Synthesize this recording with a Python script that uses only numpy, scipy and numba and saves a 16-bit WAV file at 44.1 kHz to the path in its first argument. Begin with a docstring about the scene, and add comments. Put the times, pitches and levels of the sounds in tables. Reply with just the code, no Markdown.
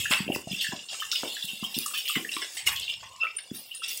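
"""Heavy rain on a muddy village path, from a microphone carried through it at a walk.
It opens with a splash, dull thumps and sharp ticks close by. For two seconds drops patter in surges and
fizz on the wet ground, while steps and runoff throw up splashes and bubbles plink in the puddles.
The patter thins, a big splash lands near 2.7 s, wet squeaks follow near 3.2 s, and a last surge comes
at 3.8 s. A short, faint echo trails everything but a low background rumble."""
import sys
import numpy as np
from scipy import signal
from scipy.fft import rfft, irfft
from scipy.io import wavfile
from scipy.ndimage import uniform_filter1d, map_coordinates
from numba import njit

SR = 44100
rng = np.random.default_rng(int(sys.argv[2]) if len(sys.argv) > 2 else 0)


def to_wav(sig):
    """Store sig (one row per channel, or 1-D mono) as 16-bit WAV at the path in sys.argv[1].

    Samples outside -1..1 are clipped; the rate is SR.
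    """
    pcm = np.clip(np.atleast_2d(sig), -1, 1) * 32767
    pcm = np.round(pcm).astype(np.int16)
    wavfile.write(sys.argv[1], SR, pcm.T)  # frames by channels


N = 176400
T = np.arange(N) / SR


# Rain all round the microphone: spectra of patter, hiss and finest fizz (f/Hz, relative level/dB)
PATTER_SPECTRUM = [(60, -36), (200, -26), (500, -12), (900, -24), (1300, -30), (2300, -6), (2520, -9.5),
                   (2770, 17), (3100, -4), (3450, 3), (4150, -11.5), (5200, -3), (6300, -18.5), (9000, -39)]
HISS_SPECTRUM = [(3500, -9), (5400, 0.5), (6300, -1), (7100, 7.5), (8200, 2.5), (9200, -10), (10800, -13),
                 (15500, -28)]
FIZZ_SPECTRUM = [(7500, -8), (9800, 3), (10500, 1.5), (11500, 1.5), (12400, -5), (14000, -1), (15500, 4.5)]
# How each of the three surges along the path (t/s, relative level/dB)
PATTER_SURGES = [(0, -35), (.2, -31), (.27, -54), (.39, -49), (.45, -47), (.53, -31), (.72, -34),
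                 (.8, -34.5), (.86, -50), (.93, -34.5), (1.06, -38.5), (1.2, -35), (1.45, -36.5),
                 (1.56, -44), (1.65, -33.5), (1.72, -37.5), (1.8, -29.5), (1.91, -38), (2.05, -43),
                 (2.2, -52), (2.26, -64), (2.36, -39), (2.53, -50), (2.8, -40), (2.94, -33.5), (3.02, -45),
                 (3.12, -47.5), (3.3, -44.5), (3.5, -45), (3.6, -52), (3.69, -49), (3.78, -38.5),
                 (3.92, -35), (4, -56)]
HISS_SURGES = [(0.0, -34.5), (0.09, -41.5), (0.11, -26), (0.28, -56.5), (0.36, -47), (0.43, -52.5),
               (0.62, -38), (0.87, -48.5), (0.93, -39.5), (1.67, -47.5), (1.88, -49), (2.28, -46),
               (2.58, -42), (2.65, -55), (2.67, -27.5), (2.72, -45.5), (3.34, -60.5), (3.38, -61),
               (3.4, -64), (3.52, -50), (3.55, -76), (3.69, -89), (3.75, -49), (3.81, -63), (3.84, -51),
               (4.0, -50.5)]
FIZZ_SURGES = [(0.0, -57), (0.1, -34), (0.11, -23), (0.24, -49), (0.32, -38), (0.34, -36), (0.44, -53.5),
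               (0.66, -52), (0.75, -70), (1.0, -44.5), (1.48, -38), (1.68, -42.5), (1.78, -30.5),
               (2.05, -40.5), (2.08, -39), (2.25, -41.5), (2.38, -39), (2.51, -46), (2.57, -35),
               (2.65, -55), (2.67, -34), (2.71, -55), (3.01, -58.5), (3.51, -58), (3.55, -32.5),
               (3.87, -63), (3.89, -31), (4.0, -45)]
def rain():
    """Drops patter on mud and puddles, with hiss and fizz from the wet leaves, in uneven clumps."""
    patter = spray(PATTER_SPECTRUM, scatter_db=4) * follow(PATTER_SURGES)
    patter *= sputter(per_s=90, depth_db=4)
    hiss = spray(HISS_SPECTRUM, scatter_db=4) * follow(HISS_SURGES)
    fizz = spray(FIZZ_SPECTRUM, scatter_db=1) * follow(FIZZ_SURGES)
    leaves = (undb(-2.5) * hiss + undb(-6.5) * fizz) * sputter(per_s=60, depth_db=2.2)
    return undb(-7) * patter + leaves


def droplets(scatter_db, drops_per_s=9000, bubbles_per_s=980):
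    """Dense water grains: drops click, and trapped bubbles of uneven strength ring briefly."""
    clicks = (rng.random(N) < drops_per_s / SR) * rng.standard_normal(N)
    when, pitch, strength, length, polarity = rng.random((6000, 5))[:bubbles_per_s * N // SR].T
    hz = 1700 * (15500 / 1700) ** pitch ** .7
    boost_db = scatter_db * np.minimum(-np.log(strength), 3)
    gain = undb(boost_db) * np.sqrt(hz) * np.sign(polarity - .5)
    bubbles = ring_bubbles(when * N, hz, 33 * (.5 + length), gain)
    return unit(unit(clicks) + undb(-2.5) * unit(bubbles))


@njit
def ring_bubbles(start_sample, hz, decay_cycles, gain):
    """Each bubble rings as a sine that dies away exponentially."""
    out = np.zeros(N)
    for k in range(len(hz)):
        life = decay_cycles[k] * SR / hz[k]
        phasor = gain[k] + 0j
        step = np.exp(2j * np.pi * hz[k] / SR - 1 / life)
        for i in range(int(start_sample[k]), min(int(start_sample[k] + 5 * life), N)):
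            phasor *= step
            out[i] += phasor.imag
    return out


# Resonances that colour all the spray on the path (f/Hz, level/dB)
SPRAY_RESONANCES = [(3390, 3), (3640, 5.5), (4330, 1), (4940, 4.5), (5420, 3.5), (6150, -0.5), (7020, -1.5),
                    (7600, -5.5), (8030, 5.5), (8450, 5.5), (9100, 7.5), (10200, 3), (11600, 6), (14100, 2)]
def spray(spectrum, scatter_db):
    """A cloud of droplets rings at steady resonances while narrow bands swell and fade at random."""
    cloud = colour(droplets(scatter_db), spectrum)
    hz, t, cells = signal.stft(cloud, SR, nperseg=1024, noverlap=768)
    swell_width_hz, swells_per_s, resonance_width_hz = 150, 22, 75
    knots = rng.standard_normal((160, 160))
    grid = np.meshgrid(hz / swell_width_hz, t * swells_per_s, indexing="ij")
    moving_db = 7 * np.clip(map_coordinates(knots, grid, order=3, mode="mirror"), -2, 1.5)
    steady_db = sum(db * bell(hz, centre, resonance_width_hz) for centre, db in SPRAY_RESONANCES)
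    cells = cells * undb(moving_db + steady_db[:, None])
    swirling = signal.istft(cells, SR, nperseg=1024, noverlap=768)[1][:N]
    return even(swirling, samples=1400)  # the colour shifts, the loudness stays


# Spectra of thrown water and of the mist above it (f/Hz, relative level/dB)
WATER_SPECTRUM = [(300, 23.5), (850, 11.5), (1250, -3), (1500, -2), (1780, 0.5), (2400, -2.5), (2770, 7),
                  (3100, 4.5), (3450, 0.5), (4200, -3.5), (5300, 4.5), (6300, -6), (8200, 9.5),
                  (15500, -25)]
MIST_SPECTRUM = [(2000, -28), (5000, -8), (8200, 1), (10500, -4), (13000, -2), (15500, 4)]
# Steps and runoff on the path (t/s, level/dB, rise/s, decay/s, f/Hz, spread/octaves, mist level/dB)
PATH_SPLASHES = [ (0.000, -30, 0.0013, 0.071, 2780, 0.31, -34),
                 (0.104, -21.5, 0.01, 0.056, 2320, 0.64, -37), (0.108, -27, 0.005, 0.043, 1290, 0.48, -50),
                 (0.333, -37.5, 0.017, 0.019, 5060, 0.25, -35),
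                 (0.500, -33.5, 0.019, 0.045, 3040, 0.16, -41), (0.565, -29, 0.041, 0.036, 3330, 0.12, -55),
                 (0.603, -29, 0.009, 0.059, 3740, 0.6, -35.5),
                 (0.640, -35.5, 0.0051, 0.017, 1840, 0.15, -60),
                 (0.713, -37, 0.012, 0.026, 1020, 0.86, -66), (0.884, -35, 0.0045, 0.043, 3720, 0.37, -62),
                 (0.912, -36, 0.017, 0.022, 2600, 1.23, -56), (0.992, -32, 0.011, .03, 3030, 0.12, -41),
                 (1.113, -26.5, 0.0033, 0.041, 4250, 0.37, -37),
                 (1.150, -28.5, 0.0037, 0.045, 3630, 0.48, -43), (1.234, -36, 0.0016, 0.036, 560, 1, -50),
                 (1.275, -37.5, 0.024, 0.24, 3760, 0.17, -49), (1.440, -44, 0.014, 0.0067, 3330, 0.13, -32),
                 (1.476, -31, 0.01, 0.041, 2850, 0.18, -57.5), (1.620, -54, 0.0033, 0.097, 920, 0.43, -62),
                 (1.632, -30, 0.0098, 0.016, 3260, 0.12, -36.5),
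                 (1.740, -31, 0.0036, 0.044, 4230, 0.39, -37.5),
                 (1.858, -34, 0.0026, 0.044, 6200, 0.54, -33.5), (1.932, -29, 0.01, 0.059, 3200, 0.63, -40),
                 (1.972, -27.5, 0.0048, 0.029, 3200, 0.33, -30.5),
                 (2.052, -33.5, 0.0034, 0.08, 2860, 0.31, -39),
                 (2.077, -27.5, 0.0093, 0.059, 3120, 0.42, -30),
                 (2.147, -24, 0.012, 0.021, 1850, 0.49, -36), (2.163, -43.5, 0.0059, 0.074, 435, 1.1, -60),
                 (2.308, -33.5, 0.0093, 0.094, 3060, 0.78, -63),
                 (2.410, -30, 0.011, 0.031, 2315, 0.93, -54),
                 (2.567, -31.5, 0.0027, 0.046, 2930, 0.82, -54),
                 (2.656, -19.5, 0.018, 0.018, 2500, 0.79, -21.5),
                 (2.670, -41, 0.0049, 0.055, 1140, 0.18, -55),
                 (2.697, -33, 0.031, 0.025, 1800, 0.48, -33.5), (2.743, -31, 0.021, .06, 3290, 0.23, -44),
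                 (2.808, -35, 0.014, 0.058, 3900, 0.16, -55), (2.872, -28, .028, 0.024, 3070, 0.22, -43.5),
                 (3.022, -42, 0.0096, 0.023, 1440, 0.65, -71), (3.229, -46, .005, 0.032, 1010, 0.92, -53),
                 (3.243, -42.5, 0.0057, 0.033, 2320, 0.52, -64),
                 (3.381, -37, 0.0055, 0.016, 2420, 0.66, -68), (3.533, -48, 0.017, 0.18, 4020, 0.31, -50.5),
                 (3.707, -34, 0.0083, 0.015, 2900, 0.12, -55), (3.747, -38, 0.0024, 0.047, 9500, 0.1, -61),
                 (3.815, -29, 0.025, 0.023, 3620, 0.74, -47), (3.876, -38.5, 0.0049, 0.15, 3620, 0.65, -34)]
def splashes():
    """Each splash swells and falls away as a cloud of droplets with a fine mist above it."""
    out, samples = np.zeros(N), 16384
    water = spray(WATER_SPECTRUM, scatter_db=0.5) * sputter(per_s=220, depth_db=3.5)
    mist = spray(MIST_SPECTRUM, scatter_db=9.5)
    t = T[:samples]
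    for k, (start, db, rise, decay, hz, spread, mist_db) in enumerate(PATH_SPLASHES):
        stretch = (np.arange(samples) + k * samples // 3) % N
        envelope = np.minimum(t / rise, 1) ** 2.2 * np.exp(-np.maximum(t - rise, 0) / decay)
        body = undb(db) * even(band(water[stretch], hz, spread))
        add(out, start, envelope * (body + undb(mist_db) * even(mist[stretch])))
    return out


# Larger bubbles in the puddles (t/s, relative level/dB, f/Hz)
PUDDLE_BUBBLES = [(0.055, -22.5, 1668), (0.277, -25, 2706), (0.318, -22, 2770), (0.348, -36, 1990),
                  (0.346, -25, 2660), (0.644, -27, 1740), (0.666, -27, 1725), (0.717, -32.5, 1665),
                  (0.944, -37, 1270), (1.019, -29.5, 1243), (1.022, -28.5, 1755), (1.126, -32.5, 1400),
                  (1.366, -33.5, 1646), (1.424, -25, 3470), (1.632, -31.5, 1070), (1.645, -26, 3165),
                  (1.767, -32, 5150), (1.859, -28, 1180), (1.908, -37.5, 1247), (1.935, -28.5, 1210),
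                  (2.095, -27.5, 1209), (2.097, -26, 2770), (2.151, -26, 2140), (2.247, -27.5, 1850),
                  (2.289, -26.5, 2730), (2.334, -25.5, 3830), (2.366, -28, 1130), (2.422, -27.5, 1660),
                  (2.684, -27.5, 1070), (3.267, -22.5, 2320), (3.819, -37, 1320), (1.744, -26, 2876),
                  (2.877, -24.5, 2780), (2.671, -18.5, 2134), (3.384, -39, 1620), (1.157, -21.5, 2900),
                  (0.527, -29, 2660)]
def plinks(rise_s=0.0027, decay_s=0.0054):
    """Bubbles ring for a few milliseconds, rising a little, inside the splat that makes them."""
    out, t = np.zeros(N), T[:SR // 10]
    envelope = soft_strike(t, rise_s, 1.04 * decay_s)
    for start, db, hz in PUDDLE_BUBBLES:
        splat = band(rng.standard_normal(len(t)), hz, octaves=.16) * envelope
        tone = blip(hz, rise_s, decay_s, glide_per_s=1.3)
        add(out, start, undb(db) * (undb(-2) * tone + undb(-4) * splat / abs(splat).max()))
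    return out


# Drops landing close to the microphone (t/s, peak level/dB, f/Hz, decay/s)
CLOSE_DROPS = [(0.12, -13, 2440, 0.0064), (0.1365, -10, 2600, 0.00091), (0.36, -27.5, 1180, 0.0019),
               (0.3597, -30.5, 5670, 0.0032), (0.733, -39, 1050, .001), (1.116, -14.5, 3970, .003),
               (1.2333, -24.5, 1050, 0.002), (1.7877, -7, 13700, 0.00064), (1.788, -15.5, 4600, 0.00067),
               (1.863, -20.5, 6200, 0.0027), (2.079, -20.5, 3540, .003), (2.366, -18, 2800, 0.0027),
               (2.423, -39, 2620, 0.0011), (2.571, -42, 2250, 0.0036), (2.761, -24.5, 5170, 0.0028),
               (2.798, -23.5, 7260, 0.003), (2.939, -24.5, 3240, 0.0014), (3.163, -37, 5400, 0.0023),
               (3.749, -27, 8600, 0.0019), (3.974, -22, 8360, 0.0027)]
def ticks():
    """Single drops crack on something hard."""
    out, t = np.zeros(N), T[:SR // 30] - 1 / 200
    for start, db, hz, decay in CLOSE_DROPS:
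        burst = rng.standard_normal(len(t)) * (t >= 0) * np.exp(-abs(t) / decay)
        crack = band(burst, hz, octaves=0.51)
        add(out, start + t[0], undb(db) * crack / abs(crack).max())
    return out


# Dull impacts close to the microphone (t/s, peak level/dB, f/Hz, decay/s)
CLOSE_THUMPS = [(0.107, -24, 216, 0.0027), (0.203, -21.5, 190, 0.0063), (0.264, -32, 230, 0.0065),
                (0.279, -23.5, 271, 0.0013), (0.288, -25, 583, 0.0023), (0.299, -15.5, 268, 0.0022),
                (0.302, -25.5, 720, 0.0031), (0.320, -32.5, 525, 0.0064), (0.35, -43, 251, 0.0029),
                (0.362, -20, 318, 0.00068), (0.471, -28, 168, 0.0021), (0.473, -32.5, 670, 0.0039),
                (0.51, -30, 180.6, 0.017), (0.531, -27.5, 198, 0.003), (0.688, -35.5, 163, 0.0054),
                (0.732, -26.5, 210, 0.0031), (1.233, -26, 288, 0.0029), (1.442, -39, 177, 0.0086),
                (1.492, -61, 226, 0.024), (1.531, -39, 201, 0.0056), (1.625, -27, 210, 0.0058),
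                (1.765, -29, 219, 0.0067), (1.778, -25.5, 254, 0.0027), (2.161, -28.5, 212, 0.0046),
                (2.168, -22, 246, 0.0048), (2.222, -42, 338, 0.018), (2.251, -41.5, 444, 0.008),
                (2.365, -33.5, 308, 0.0046), (2.424, -40.5, 384, 0.0037), (3.514, -24, 229, 0.0028)]
def thumps():
    """Soft, heavy impacts that die within a few cycles."""
    out = np.zeros(N)
    for start, db, hz, decay in CLOSE_THUMPS:
        add(out, start, undb(db) * blip(hz, rise_s=0.0019, decay_s=decay))
    return out


# Wet squeaks on the path (middle t/s, level/dB, f/Hz, half length/s, roughness/0-1)
WET_SQUEAKS = [(3.149, -49.5, 1065, 0.098, 0.52), (3.2204, -21, 2688, 0.011, 0.2),
               (3.2353, -14.5, 2700, 0.0021, 0.2), (3.246, -31.5, 1309, 0.018, 0.54),
               (3.371, -23, 9090, 0.0038, 0.04)]
def squeaks():
    """Short, rough tones that swell and fade, like air squeezed from wet mud."""
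    out, t = np.zeros(N), T[:SR // 5] - 1 / 10
    for middle, db, hz, half_length, roughness in WET_SQUEAKS:
        tone = np.sqrt(1 - roughness ** 2) * np.sin(2 * np.pi * hz * t)
        rasp = roughness * band(rng.standard_normal(len(t)), hz, octaves=0.12)
        envelope = np.exp(-(t / half_length) ** 2)
        add(out, middle + t[0], undb(db) * envelope * (tone + rasp))
    return out


def drips(per_s=140, decay_cycles=4.0):
    """Faint, lower bubbles scattered over the puddles further off."""
    when, pitch, softness = rng.random((600, 3))[:per_s * N // SR].T
    hz = 420 * (2300 / 420) ** pitch
    gain = undb(-16 * softness) * np.sqrt(hz)
    return undb(-65) * unit(ring_bubbles(when * N, hz, np.full(len(hz), decay_cycles), gain))


# Low background behind the rain: spectrum (f/Hz, relative level/dB) and swells (t/s, level/dB)
RUMBLE_SPECTRUM = [(20, -22), (60, 15), (120, 12.5), (250, -5), (600, -21)]
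RUMBLE_SWELLS = [(0, -45.5), (.8, -89), (.9, -87), (1.4, -92), (1.7, -90), (2.4, -75), (2.55, -89),
                 (2.68, -47.5), (2.9, -64), (3.06, -59), (3.25, -78), (4, -77)]
def rumble():
    """A faint, uneven low rumble."""
    low_noise = colour(rng.standard_normal(N), RUMBLE_SPECTRUM)
    return low_noise * follow(RUMBLE_SWELLS) * sputter(per_s=69, depth_db=3)


def blip(hz, rise_s, decay_s, glide_per_s=0):
    """A damped oscillation with a soft start and an optional pitch glide."""
    t = T[:SR // 10]
    envelope = soft_strike(t, rise_s, decay_s)
    return envelope / envelope.max() * np.sin(2 * np.pi * hz * (t + glide_per_s * t * t / 2))


def soft_strike(t, rise_s, decay_s):
    """An envelope with a rounded onset and an exponential fall."""
    return (1 - np.exp(-(t / rise_s) ** 2)) * np.exp(-t / decay_s)


def sputter(per_s, depth_db):
    """A quick random gain that breaks a sound into clumps."""
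    knots = rng.standard_normal(2000)
    return undb(depth_db * np.interp(T * per_s, np.arange(len(knots)), knots))


def follow(curve):
    """Gain over time from a (t/s, level/dB) curve."""
    t, db = np.array(curve).T
    return undb(np.interp(T, t, db))


def colour(x, spectrum):
    """Filters by a (f/Hz, level/dB) curve; rms 1."""
    hz, db = np.array(spectrum).T
    gain = undb(np.interp(octave_axis(x), np.log2(hz), db))
    return unit(irfft(rfft(x) * gain, len(x)))


def band(x, hz, octaves):
    """Keeps a bell-shaped band around hz; rms 1."""
    return unit(irfft(rfft(x) * bell(octave_axis(x), np.log2(hz), octaves), len(x)))


def bell(x, centre, width):
    return np.exp(-.5 * ((x - centre) / width) ** 2)


def octave_axis(x):
    return np.log2(np.maximum(np.arange(len(x) // 2 + 1) * SR / len(x), 1))


def even(x, samples=450):
    """Holds the running rms at 1, leaving the fine crackle."""
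    return x / np.sqrt(np.abs(uniform_filter1d(x * x, size=samples)) + 1e-12)


def unit(x):
    """Scales to rms 1."""
    return x / np.sqrt(np.mean(x ** 2) + 1e-20)


def undb(db):
    return 10 ** (np.asarray(db) / 20)


def add(out, start_s, x):
    """Mixes a sound in at its time."""
    i = max(int(start_s * SR), 0)
    out[i:i + len(x)] += x[:max(N - i, 0)]


def echo(x, db, t60_s=0.25, build_s=0.015):
    """Adds the short, diffuse tail heard on the path."""
    t = T[:SR // 2]
    envelope = np.exp(-np.log(1000) * t / t60_s) * np.minimum(t / build_s, 1)
    tail = rng.standard_normal(len(t)) * envelope
    return x + undb(db) * signal.fftconvolve(x, tail / np.linalg.norm(tail))[:N]


def scene():
    """The path as it reaches one microphone."""
    downpour = echo(rain() + splashes(), db=-13)
    single_drops = echo(plinks() + ticks() + drips(), db=-7)
    return (downpour + single_drops + echo(thumps(), db=-6) + echo(squeaks(), db=-5.5) + rumble())[None]


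def record(dry):
    """The recorder thins the bass and cuts the top."""
    low_cut_hz, top_hz = 72, 15800
    thinned = signal.sosfilt(signal.butter(2, low_cut_hz, "high", fs=SR, output="sos"), dry)
    return signal.sosfilt(signal.ellip(10, .2, 70, top_hz, fs=SR, output="sos"), thinned)


dry = scene()
out = record(dry)
to_wav(out)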